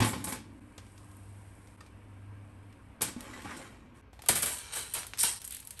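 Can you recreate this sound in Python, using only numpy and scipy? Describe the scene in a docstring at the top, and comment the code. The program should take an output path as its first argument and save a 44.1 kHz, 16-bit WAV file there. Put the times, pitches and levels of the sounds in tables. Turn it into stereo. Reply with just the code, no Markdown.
"""In a small kitchen, a wire rack with a foil-lined tray bangs into a humming oven; its steel and panels ring.
Shreds of cheese patter, as fine noise grains, over the toast on it; then the rack is knocked and dragged out.
It drops on a stone counter and is shoved about: struck and rubbed noise excites its resonances and wires.
Last, the foil crackles under a knife in short snaps of noise.
Heard close by two microphone ports that ring at 10 to 11 kHz; the level dips briefly four times."""
import sys
import numpy as np
from scipy import signal
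from scipy.fft import rfft, irfft, next_fast_len
from scipy.io import wavfile
from scipy.ndimage import uniform_filter1d, map_coordinates

SR = 44100
rng = np.random.default_rng(int(sys.argv[2]) if len(sys.argv) > 2 else 0)


def transcribe(signal):
    """Save signal, clipped to [-1, 1], as a 16-bit WAV file at the path in sys.argv[1]."""
    frames = np.atleast_2d(signal).T
    limited = np.clip(frames, -1, 1)
    pcm = np.round(limited * 32767).astype(np.int16)
    wavfile.write(sys.argv[1], SR, pcm)


N = 255780

# Levels in the event tables are relative: the trims passed in scene() shift them.
# resonances of the rack and oven walls: [f/Hz, width/Hz before sharpening, level/dB]
OVEN_MODES = [(532, 30, 0), (866, 27, 11), (972, 40, -6), (1054, 25, 7), (1134, 24, -1.5),
              (1650, 38, -16.5), (1904, 66, -1), (2250, 68, -8)]
# booming modes of the oven's sheet panels: [f/Hz, t60/s, level/dB]
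PANEL_MODES = [(110.4, 0.27, -3), (207.6, 0.18, -10), (248, 0.14, -3), (287.3, 1, -27)]
JINGLE_HZ, CLANG_HZ, THUD_HZ = (8080, 21700), (410, 6270), (63.6, 304)  # band edges


def oven_blows(jingle_db, clang_db, thud_db, contact_t60, rise):
    """The rack hits its rails; the oven's sheet panels boom along, mostly under the heaviest blows."""
    # blows of the rack in the oven: [t/s, clang level/dB, jingle level/dB re clang, thud level/dB]
    blows = [(0.0014, -25.5, -0.5, -28), (0.0156, -28.5, -22, -33), (0.022, -24.5, -13, -36),
             (0.0435, -36, -5, -35), (0.131, -33, -13, -37.5), (0.2403, -41, 19.5, -58),
             (0.27, -38.5, -9, -40.5), (0.3217, -35.5, 8, -41.5), (3.008, -36, 1.5, -42),
             (3.0165, -29.5, 17, -40), (3.447, -48.5, -7, -38.5), (3.565, -60, 9, -53)]
    # the walls ring less as the rack is eased out: [t/s, level/dB]
    wall_ring = [(0.4, 3), (3.0, -11.5)]
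    heavy_db, boom_db = -28.5, 9  # a heavy thud, and the panel boom re that thud
    boom_grows = 2.22  # dB of boom per dB of thud
    build_up_cycles = 0.29  # cycles that a panel mode takes to build up
    out = np.zeros((2, N))
    for s, db, bright, thud in blows:
        x = clatter(contact_t60, ring_db=-9)
        t = np.arange(x.shape[1]) / SR
        panels = 0
        for hz, t60, mode_db in PANEL_MODES:
            build_up = np.minimum(t * hz / build_up_cycles, 1)
            panels = panels + amp(mode_db - 60 * t / t60) * np.sin(2 * np.pi * hz * (s + t)) * build_up
        ring_db = np.interp(s, *np.transpose(wall_ring))
        body = steel(x, OVEN_MODES, modes_db=ring_db, sharpness=1.13, dull_hz=2760, scatter_db=3)
        clang = amp(clang_db) * struck(band(body, CLANG_HZ))
        jingle = amp(bright + jingle_db) * struck(band(x, JINGLE_HZ))
        low = amp(thud + thud_db) * struck(band(x, THUD_HZ), size=900)
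        boom = amp(heavy_db + boom_db + boom_grows * (thud - heavy_db)) * panels
        grip = np.minimum(t / rise, 1)
        add(out, s, amp(db) * grip * (jingle + clang) + low + boom)
    return out


def rail_slides(jingle_db, clang_db, drone_db):
    """The rack rubs lumpily along the rails with a fine hiss, scuffs over their lip, and the panels drone along."""
    # the rack sliding on the oven's rails: [start t/s, swell/s, t60/s, rub level/dB, jingle level/dB re rub]
    pushes = [(0.005, 0.049, 0.13, -35, -0.5), (0.05, 0.03, 0.27, -46.5, 12),
              (0.125, 0.088, 0.25, -49.5, -9), (0.265, 0.018, 0.17, -40.5, 7), (0.3, 0.051, 0.13, -46, -4),
              (3.06, 0.036, 0.045, -42, -12.5), (3.16, 0.44, 0.64, -47.5, -12),
              (3.562, 0.013, 0.031, -49.5, 13), (3.935, 0.016, 0.55, -62.5, -6)]
    # colour of wire rubbing on rail: [f/Hz, relative level/dB]
    rub_colour = [(300, 16), (480, 4), (650, 7), (900, -5), (1300, 2), (2000, 0), (3000, -4.5),
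                  (4100, -4.5), (5000, -7.5), (7000, -4.5)]
    drone_grows, firm_rub_db = 0.56, -44.5  # dB of panel drone per dB of rub; a firm rub
    scuff_s, scuff_db = 3.445, -43.5  # the rack starts to drag over the rail's lip
    oven_cut_s = 4.013  # the oven scene is cut here, and the rubbing with it
    clang, jingle = slides(pushes, swell_db=5.5, grip_s=0.038)
    drone = amp(firm_rub_db + drone_db) * (clang / amp(firm_rub_db)) ** drone_grows
    x = patchy(grains(rate=1400, spread_db=4, bed_db=0.0), depth_db=2.5)
    rub = filtered(x, lambda hz: amp(along(rub_colour, hz)))
    rub = steel(rub, OVEN_MODES, modes_db=4.0, sharpness=1.0, dull_hz=12000)
    scuff = patchy(grains(rate=600, spread_db=-2, bed_db=14), depth_db=-0.5)
    scuff = unit(band(scuff, (835, 2040), order=2))
    scuff = scuff * amp(scuff_db) * stroke(scuff_s, swell_s=0.072, t60=0.16, swell_db=9, grip_s=0.01)
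    hiss = amp(jingle_db) * jingle * unit(band(x, JINGLE_HZ))
    rub = amp(clang_db) * clang * unit(band(rub, CLANG_HZ))
    before_cut = np.arange(N) / SR < oven_cut_s
    return before_cut * (hiss + rub + scuff + drone * panel_drone())


def counter_blows(rows, jingle_db, clang_db, thud_db, ring_db, contact_t60, rise):
    """The free rack meets the stone, the contact building over rise seconds, and rings on; heavy blows thud."""
    settled_s = 4.7  # the rack lies flat from here on
    drop_db, thud_grows = -16.5, 1.8  # clang of the full drop; dB of thud per dB of clang
    thump_hz, thump_t60, thump_db = 80.8, 0.12, 4  # the counter's low thump (Hz, s, dB re thud)
    out = np.zeros((2, N))
    for s, db, bright in rows:
        x = clatter(contact_t60, ring_db)
        modes = rack_modes(s > settled_s)
        body = steel(x, modes, modes_db=-6.5, sharpness=0.84, dull_hz=5500, scatter_db=3)
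        clang = amp(db + clang_db) * struck(band(body, CLANG_HZ))
        t = np.arange(x.shape[1]) / SR
        thump = np.sin(2 * np.pi * thump_hz * (s + t)) * amp(-60 * t / thump_t60)
        thump = thump * np.minimum(t * thump_hz, 1)  # builds up over one cycle
        low = struck(band(x, THUD_HZ), size=900) + amp(thump_db) * thump
        low = amp(drop_db + thud_db + thud_grows * (db - drop_db)) * low
        grip = np.minimum(t / rise, 1)
        jingle = amp(db + bright + jingle_db) * struck(band(x, JINGLE_HZ))
        add(out, s, grip * jingle + bending(grip * (clang + low)))
    return out


def counter_slides(jingle_db, clang_db):
    """Wire skids over polished stone: a fine, bright scrape whose resonances come and go."""
    # the rack skidding on the counter: [start t/s, hold/s, t60/s, rub level/dB, jingle level/dB re rub]
    pushes = [(4.48, 0.07, 0.36, -48.5, 6.5), (4.55, 0.14, 1, -48.5, -14), (4.716, 0.05, 0.67, -40.5, -2),
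              (4.96, 0.022, 0.19, -39.5, -3.5), (5.182, 0.033, 0.14, -45.5, 18),
              (5.224, 0.028, 0.38, -32.5, 1.5)]
    clang, jingle = slides(pushes, swell_db=-4.5, grip_s=0.021)
    x = patchy(grains(rate=1400, spread_db=4, bed_db=-2), depth_db=2.5)
    body = steel(x, rack_modes(settled=True), modes_db=1.0, sharpness=1.0, dull_hz=6000)
    body = patchy(body, depth_db=1.5)
    scrape = amp(jingle_db) * jingle * unit(band(x, JINGLE_HZ))
    return scrape + amp(clang_db) * clang * unit(band(body, (330, 7000)))


def rack_modes(settled):
    """The rack's resonances, bouncing freely or lying on the stone."""
    # [f/Hz, width/Hz before sharpening, level/dB while it bounces, level/dB once it lies flat on the stone]
    modes = [(461, 29, -6, 4), (647, 41, -8, -39), (820, 20, -3, -5), (934, 22, -17, 11.5),
             (1174, 26, 6, -1), (1370, 19, -14, 0), (1620, 120, 2.5, -11.5), (2003, 31, 6.5, -13),
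             (2290, 49, 2, -8), (2660, 59, -10, -6), (3110, 280, -4, 0), (4000, 240, -8, 2)]
    return [(hz, width, flat_db if settled else free_db) for hz, width, free_db, flat_db in modes]


def bending(x):
    """Low bending waves travel slowly through the rack, so a blow sweeps quickly downwards."""
    lag_s, lag_hz = 0.011, 100  # lag at that frequency; it falls with the root of frequency
    return filtered(x, lambda hz: np.exp(-4j * np.pi * lag_s * np.sqrt(hz * lag_hz)))


def wires(x, ring_db, t60, count=340):
    """The rack's many bending modes: narrow lines that ring on after every contact."""
    t = np.arange(SR // 3) / SR
    hz = 900 + 11800 * (np.arange(count) + rng.random(count))[:, None] / count
    modes = np.sin(2 * np.pi * (hz * t + rng.random((count, 1))))
    ring = unit(modes.sum(0) * amp(-60 * t / t60)) / np.sqrt(len(t))
    ringing = signal.fftconvolve(x, ring[None], axes=1)[:, :N]
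    return (x + amp(ring_db) * ringing) / np.hypot(1, amp(ring_db))


def swishes():
    """A shove sets the foil tray sliding at once: a dense, bright crackle."""
    # the tray swishing along with a shove: [start t/s, swell/s, t60/s, level/dB]
    shoves = [(5.184, 0.031, 0.17, -33.5), (5.231, 0.0097, 0.41, -36)]
    push = sum(amp(db) * stroke(s, swell_s, t60, swell_db=3, grip_s=0.0067) for s, swell_s, t60, db in shoves)
    x = grains(rate=2000, spread_db=5, bed_db=-5)
    return push * unit(band(x, (2810, 6000), order=2))


def foil(snap_db, body_db, snap_t60, room_db, crumple_db, crumple_body_db):
    """Foil and crust snap drily over a rustle of much finer creases."""
    # dry snaps of foil and crust: [t/s, snap level/dB, body level/dB]
    snaps = [(0.866, -48, -56), (0.978, -45, -50), (1.114, -45, -59), (1.168, -43, -72), (1.6728, -48, -54),
             (2.727, -51, -59), (3.2068, -28.5, -41.5), (3.421, -38.5, -46), (4.22, -31, -44),
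             (4.2613, -27, -46), (5.0672, -23.5, -41), (5.1742, -28, -41), (5.1833, -28, -34),
             (5.1902, -17.5, -33), (5.2103, -21, -33), (5.2318, -6, -32), (5.417, -28.5, -41.5),
             (5.4437, -26, -44), (5.449, -22, -52), (5.477, -24, -44), (5.508, -23, -44), (5.523, -24, -48),
             (5.5475, -23.5, -50), (5.567, -25, -42.5), (5.6015, -28, -53), (5.627, -39, -50),
             (5.6503, -34, -54), (5.6726, -26.5, -44), (5.7068, -23, -40.5), (5.7925, -25.5, -39.5)]
    # foil creasing under the toast: [start t/s, swell/s, t60/s, level/dB]
    creases = [(4.122, 0.012, 0.38, -63), (4.23, 0.052, 0.1, -52), (5.405, 0.12, 0.58, -56),
               (5.5, 0.023, 0.54, -46.5), (5.76, 0.022, 0.44, -48)]
    out = np.zeros((2, N))
    for s, db, body in snaps:
        x = clatter(snap_t60, room_db)
        snap = amp(db + snap_db) * struck(band(x, JINGLE_HZ), size=130)
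        add(out, s, snap + amp(body + body_db) * struck(band(x, (1300, 7800), order=2), size=130))
    pressure = sum(amp(db) * stroke(s, swell_s, t60, swell_db=9, grip_s=0.0075)
                   for s, swell_s, t60, db in creases)
    x = grains(rate=1000, spread_db=5, bed_db=-5)
    rustle = amp(crumple_db) * unit(band(x, JINGLE_HZ))
    rustle = rustle + amp(crumple_body_db) * unit(band(x, (2000, 7800), order=2))
    return out + pressure * rustle


def taps(knock_db, click_db, tink_db, room_db):
    """Light contacts: a short hollow knock and a two-note tink with a click on top."""
    # light taps in the oven and on the way out: [t/s, knock level/dB, pitch f/Hz, second note f/Hz,
    # ring level/dB re knock, click level/dB re knock, contact t60/s]
    contacts = [(0.14, -43, 886, 1080, 6, -20, 0.05), (0.272, -44, 872, 1060, 7, -20, 0.04),
                (0.779, -40, 1540, 3900, -16, -9, 0.065), (0.802, -58, 1710, 3900, -15, -10, 0.033),
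                (1.8065, -48.5, 1830, 4740, 2, -18, 0.031), (1.81, -48, 1240, 1190, 1, -22, 0.038),
                (1.862, -53, 2420, 3460, -9, -27, 0.054), (3.164, -45.5, 243, 295, 13, -22, 0.069),
                (3.336, -46, 1984, 1740, 4, -10, 0.079), (3.457, -46.5, 825, 1110, 11, -25, 0.042),
                (3.509, -42, 1224, 2210, 1, -22, 0.058), (3.523, -55, 1660, 1190, 5, -22, 0.047),
                (4.131, -47.5, 764, 940, 1.5, -26, 0.019), (4.192, -45, 845, 1790, -1, -8, 0.036),
                (4.223, -49, 790, 1500, -13, -15, 0.03), (4.238, -45.5, 710, 900, -3, -20, 0.023),
                (4.261, -41.5, 1210, 1500, -4, -20, 0.081)]
    out = np.zeros((2, N))
    for s, db, hz, second_hz, ring, click, t60 in contacts:
        x = clatter(t60, room_db)
        t = np.arange(x.shape[1]) / SR
        knock = amp(knock_db) * struck(band(x, (hz * 0.14, hz * 2.3), order=1), size=200)
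        notes = np.sin(2 * np.pi * hz * t) + 0.33 * np.sin(2 * np.pi * second_hz * t)
        tink = amp(ring + tink_db) * notes * amp(-60 * t / (2 * t60))  # outlasts the contact
        top = amp(click + click_db) * struck(band(x, JINGLE_HZ), size=200)
        add(out, s, amp(db) * (knock + tink + top))
    return out


def dry_clicks():
    """Dry clicks on the stone: a single swing or two over a faint echo."""
    # dry clicks on stone: [t/s, level/dB, pitch f/Hz]
    clicks = [(4.9843, -22, 1900), (4.989, -35, 1200), (5.0325, -21.5, 2620), (5.0485, -30, 1100),
              (5.1355, -16, 1990)]
    die_cycles, echo_db = 3, -26  # cycles to fall by 60 dB; the echo off the counter
    out = np.zeros((2, N))
    for s, db, hz in clicks:
        echo = struck(band(clatter(contact_t60=0.03, ring_db=-9.5), (600, 5000), order=1), size=200)
        cycles = hz * np.arange(echo.shape[1]) / SR
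        swing = np.sin(2 * np.pi * cycles) * amp(-60 * cycles / die_cycles)
        add(out, s, amp(db) * (band(swing, (700, 6000), order=2) + amp(echo_db) * echo))
    return out


def cheese(db, body_db):
    """Grated cheese patters softly onto the toast while the hand sprinkles it."""
    # patter of falling shreds: [t/s, level/dB]
    patter = [(0.451, -76.5), (0.77, -72.5), (0.98, -67), (1.66, -69), (1.92, -77.5), (2.7, -76.5),
              (2.95, -78.5)]
    t = np.arange(N) / SR
    sprinkling = np.clip(np.minimum(t - patter[0][0], patter[-1][0] - t) / 0.16 + 1, 0, 1)
    x = grains(rate=200, spread_db=4, bed_db=6)
    shreds = amp(db) * unit(band(x, (7200, 11000)))
    shreds = shreds + amp(body_db) * unit(band(x, (2500, 7500), order=2))
    return sprinkling * level(patter) * shreds


def oven_hum(hum_db, fan_db, rumble_db):
    """Mains hum that wavers a little, the panels' drone, the cooling fan's air and the kitchen's low rumble."""
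    # level of the mains hum: [t/s, level/dB]
    hum_level = [(0, -56), (1.3, -48.5), (1.75, -53.5), (2.4, -47.5), (3.1, -59.5), (5.8, -91)]
    # lines of the hum: [f/Hz, level/dB]
    hum_lines = [(100, -2.5), (200, -17.5), (300, -15.5)]
    # level of the panels' drone: [t/s, level/dB]
    drone_level = [(0, -45), (0.45, -51), (0.9, -66), (2.9, -62), (3.95, -58), (4.1, -73)]
    # level of the fan's air: [t/s, level/dB]
    fan_level = [(0, -61), (3.8, -61), (4.1, -64)]
    # colour of the fan's air: [f/Hz, relative level/dB per Hz]
    air_colour = [(130, -7), (220, -6), (300, -13.5), (380, -9.5), (700, -12), (1000, -13), (1500, -15.5),
                  (2700, -20), (3700, -30), (6000, -38), (9000, -49.5), (14000, -35)]
    # resonances of that air in the oven: [f/Hz, width/Hz, level/dB]
    duct_modes = [(522, 45, -10), (945, 36, -2), (1070, 70, -2.5), (1600, 16, 4.5), (2290, 70, -3.5)]
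    # colour of the rumble: [f/Hz, relative level/dB per Hz]
    rumble_colour = [(12, -53.5), (20, -21.5), (59, 5.5), (108, 0.5), (155, -11.5), (247, -15), (274, -4),
                     (300, -44.5), (390, -40), (660, -120)]
    t = np.arange(N) / SR
    hum = sum(amp(db + 2.3 * wobble(6)) * np.sin(2 * np.pi * hz * t + .6 * wobble(8)) for hz, db in hum_lines)
    air = steel(noise(air_colour), duct_modes, modes_db=0.0, sharpness=1.0, dull_hz=20000)
    air = unit(patchy(air, depth_db=1.5))
    oven = amp(hum_db) * level(hum_level) * hum + level(drone_level) * panel_drone()
    return oven + amp(fan_db) * level(fan_level) * air + amp(rumble_db) * noise(rumble_colour)


def panel_drone():
    """The oven's sheet panels, shaken at random, at rms 1."""
    modes = [(hz, 6 / t60, db) for hz, t60, db in PANEL_MODES]  # short-lived modes are wide
    x = steel(rng.standard_normal((2, N)), modes, modes_db=23, sharpness=1, dull_hz=485)
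    return unit(band(x, (135, 400)))


def clatter(contact_t60, ring_db):
    """A burst of chattering contact, with dense ringing whose decay depends on frequency."""
    # ringing steel in the kitchen: [f/Hz, t60/s]
    ring_t60 = [(100, 0.83), (260, 0.44), (700, 0.33), (1840, 0.38), (4850, 0.39), (12800, 0.2)]
    t = np.arange(SR * 3 // 4) / SR
    hz, when, z = signal.stft(rng.standard_normal((2, len(t))), SR, nperseg=256)
    fade = amp(-60 * when / along(ring_t60, hz)[:, None])
    ring = signal.istft(z * fade, SR, nperseg=256)[1][:, :len(t)]
    return rng.standard_normal(ring.shape) * amp(-60 * t / contact_t60) + amp(ring_db) * ring


def steel(x, modes, modes_db, sharpness, dull_hz, scatter_db=0):
    """Contact noise, falling above dull_hz, plus the resonances it excites, each more or less by chance."""
    # each contact point favours other resonances
    luck = scatter_db * np.clip(rng.standard_normal(len(modes)), -2, 1)

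    def response(f):
        body = 0
        for (centre, width, db), own in zip(modes, luck):
            damping = 1j * f * width / sharpness
            body = body + amp(db + own) * damping / (centre * centre - f * f + damping)
        return (1 + amp(modes_db) * body) / (1 + 1j * f / dull_hz)

    return filtered(x, response)


def grains(rate, spread_db, bed_db):
    """Tiny slips of uneven size at random moments, rate a second, on a bed of fine friction noise."""
    slips = (rng.random(N) < rate / SR) * amp(spread_db * np.minimum(rng.standard_normal(N), 2))
    click = rng.standard_normal((2, 128)) * np.exp(-np.arange(128) / 24)
    clicks = unit(signal.fftconvolve(slips[None], click, axes=1)[:, :N])
    return clicks + amp(bed_db) * rng.standard_normal((2, N))


def patchy(x, depth_db):
    """Gains that drift at random over time and frequency let different resonances take turns to speak."""
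    z = signal.stft(x, nperseg=1024)[2]
    field = rng.standard_normal(z.shape[1:])
    field = uniform_filter1d(uniform_filter1d(field, 4, 0), 4, 1)
    return signal.istft(z * amp(depth_db * unit(field)), nperseg=1024)[1][:, :N]


def stroke(s, swell_s, t60, swell_db, grip_s):
    """A push grips within grip_s, swells by swell_db to its peak and dies; below 0 dB it holds, then dies."""
    t = np.arange(N) / SR - s
    shape_db = np.minimum(swell_db * (t / swell_s - 1), -60 * (t - swell_s) / t60)
    return np.clip(t / grip_s, 0, 1) * amp(np.minimum(shape_db, 0))


def slides(rows, swell_db, grip_s):
    """Gains of the rub and the jingle over a series of pushes, adding in power."""
    pushes = [stroke(s, swell_s, t60, swell_db, grip_s) * amp([[db], [db + bright]])
              for s, swell_s, t60, db, bright in rows]
    return np.linalg.norm(pushes, axis=0)


def amp(db):
    """Amplitude of a level in dB."""
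    return 10 ** (np.asarray(db) / 20)


def unit(x):
    """Scale to rms 1."""
    return x / np.sqrt(np.mean(x ** 2) + 1e-20)


def struck(x, size=400):
    """Scale a blow so that its first samples, size of them, have rms 1."""
    return x / np.sqrt(np.mean(x[:, :size] ** 2) + 1e-20)


def along(points, hz):
    """Read (Hz, value) points on a log frequency axis."""
    f, v = np.transpose(points)
    return np.interp(np.log(hz + 1), np.log(f + 1), v)


def level(rows):
    """One gain per sample from (s, dB) points."""
    return amp(np.interp(np.arange(N) / SR, *np.transpose(rows)))


def wobble(rate):
    """A smooth random curve, rate knots a second."""
    return map_coordinates(rng.standard_normal(int(N * rate / SR) + 4), [np.arange(N) * rate / SR])


def filtered(x, response):
    """Multiply the spectrum of x by a response of frequency."""
    m = next_fast_len(x.shape[-1] + SR // 2)
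    return irfft(rfft(x, m) * response(np.fft.rfftfreq(m, 1 / SR)), m)[..., :x.shape[-1]]


def band(x, edges_hz, order=3):
    """Causal band-pass."""
    edges_hz = np.minimum(edges_hz, SR / 2 - 1)
    return signal.sosfilt(signal.butter(order, edges_hz, 'band', fs=SR, output='sos'), x)


def noise(spectrum):
    """Coloured noise of rms 1 at both ports."""
    return unit(filtered(rng.standard_normal((2, N)), lambda hz: amp(along(spectrum, hz))))


def add(track, s, sound):
    """Mix a sound in at time s."""
    part = track[:, max(round(s * SR), 0):][:, :sound.shape[-1]]
    part += sound[..., :part.shape[-1]]


def dips():
    """Gain that drops suddenly at each dip and recovers."""
    # the level dips briefly: [t/s]
    dip_times = [0.596, 1.764, 4.013, 5.392]
    depth_db, recovery_s = -15, 0.015
    age = np.arange(N) / SR - np.array(dip_times)[:, None]
    return amp(depth_db * ((age > 0) * np.clip(1 - age / recovery_s, 0, 1)).sum(0))


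def scene():
    """The rack in the oven and on the counter, the food and foil on it, and the oven's hum."""
    # blows of the rack on the counter: [t/s, clang level/dB, jingle level/dB re clang]
    hits = [(4.2856, -20.5, 16.5), (4.2895, -28, 3), (4.3555, -34.5, -3), (4.4223, -33.5, 19.5),
            (4.4285, -30, 16.5), (4.5165, -47.5, 17), (4.9374, -38, 22.5), (5.2313, -29, 9)]
    # glancing contacts that swell instead of striking: [t/s, clang level/dB, jingle level/dB re clang]
    grazes = [(4.3513, -34.5, 18.5), (4.455, -35, 15.5), (4.755, -38, 13.5), (4.9448, -37.5, 12.5),
              (5.1833, -53, 19.5)]
    in_oven = oven_blows(jingle_db=-7.0, clang_db=0.0, thud_db=-3.5, contact_t60=0.062, rise=0.0034)
    in_oven = in_oven + rail_slides(jingle_db=3.5, clang_db=1.5, drone_db=-7.0)
    on_counter = counter_blows(hits, jingle_db=-9.5, clang_db=-2.0, thud_db=-12, ring_db=-9,
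                               contact_t60=0.07, rise=0.00042)
    on_counter = on_counter + counter_blows(grazes, jingle_db=-7.5, clang_db=0.0, thud_db=-5.0, ring_db=4.0,
                                            contact_t60=0.4, rise=0.0042)
    on_counter = on_counter + counter_slides(jingle_db=3.5, clang_db=-1.5) + swishes()
    rack = wires(in_oven + on_counter, ring_db=-12.0, t60=0.16)
    crackle = foil(snap_db=-9, body_db=-3.0, snap_t60=0.025, room_db=-14.5,
                   crumple_db=-0.5, crumple_body_db=-6.5)
    touches = taps(knock_db=-5.0, click_db=-34, tink_db=-0.5, room_db=-13.0) + dry_clicks()
    food = cheese(db=0.5, body_db=-5.5)
    return rack + crackle + food + touches + oven_hum(hum_db=1.5, fan_db=2.5, rumble_db=-57.5)


def record(dry):
    """The two ports share the bass, ring in the treble and drift apart in phase through that resonance."""
    # likeness of left and right: [f/Hz, correlation]
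    likeness = [(100, 0.98), (300, 0.89), (600, 0.45), (1300, 0.41), (3000, 0.5), (7000, 0.68), (8500, 0.9),
                (13000, 1)]
    # resonance of the microphone ports: [f/Hz, level/dB]
    port_ring = [(6000, -0.5), (7300, 0), (8300, 3.5), (9300, 2.5), (10200, 6), (11200, 7), (12200, -8),
                 (13000, -11), (14000, -46.5), (15200, -29), (16500, -43)]
    # left minus right: [f/Hz, level/dB]
    left_lean = [(150, -0.5), (1500, 0.5), (3000, 2.5), (7000, 4.5), (8500, 0.3), (10500, -0.5)]
    # phase by which the left leads: [f/Hz, phase/rad]
    left_lead = [(300, 0), (1500, .2), (3000, -.5), (6000, -.3), (7500, -.8), (8600, 0), (10250, np.pi),
                 (11200, 4.7), (12000, 2 * np.pi), (12500, 6.7), (13400, 3 * np.pi), (15000, 12)]
    top_hz = 16200  # nothing is heard above
    sign = np.array([[1], [-1]])  # left, right

    def share(hz):
        turn = np.arccos(np.clip(along(likeness, hz), -1, 1)) / 2
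        return np.array([np.cos(turn), np.sin(turn)])

    def port(hz):
        colour = amp(along(port_ring, hz) + sign * along(left_lean, hz) / 2)
        lag = np.exp(-1j * along(left_lead, hz) * (sign < 0))
        return colour * lag * (hz < top_hz)

    mid, side = filtered(dry * dips(), share)
    return filtered(mid + sign * side, port)


dry = scene()
out = record(dry)
transcribe(out)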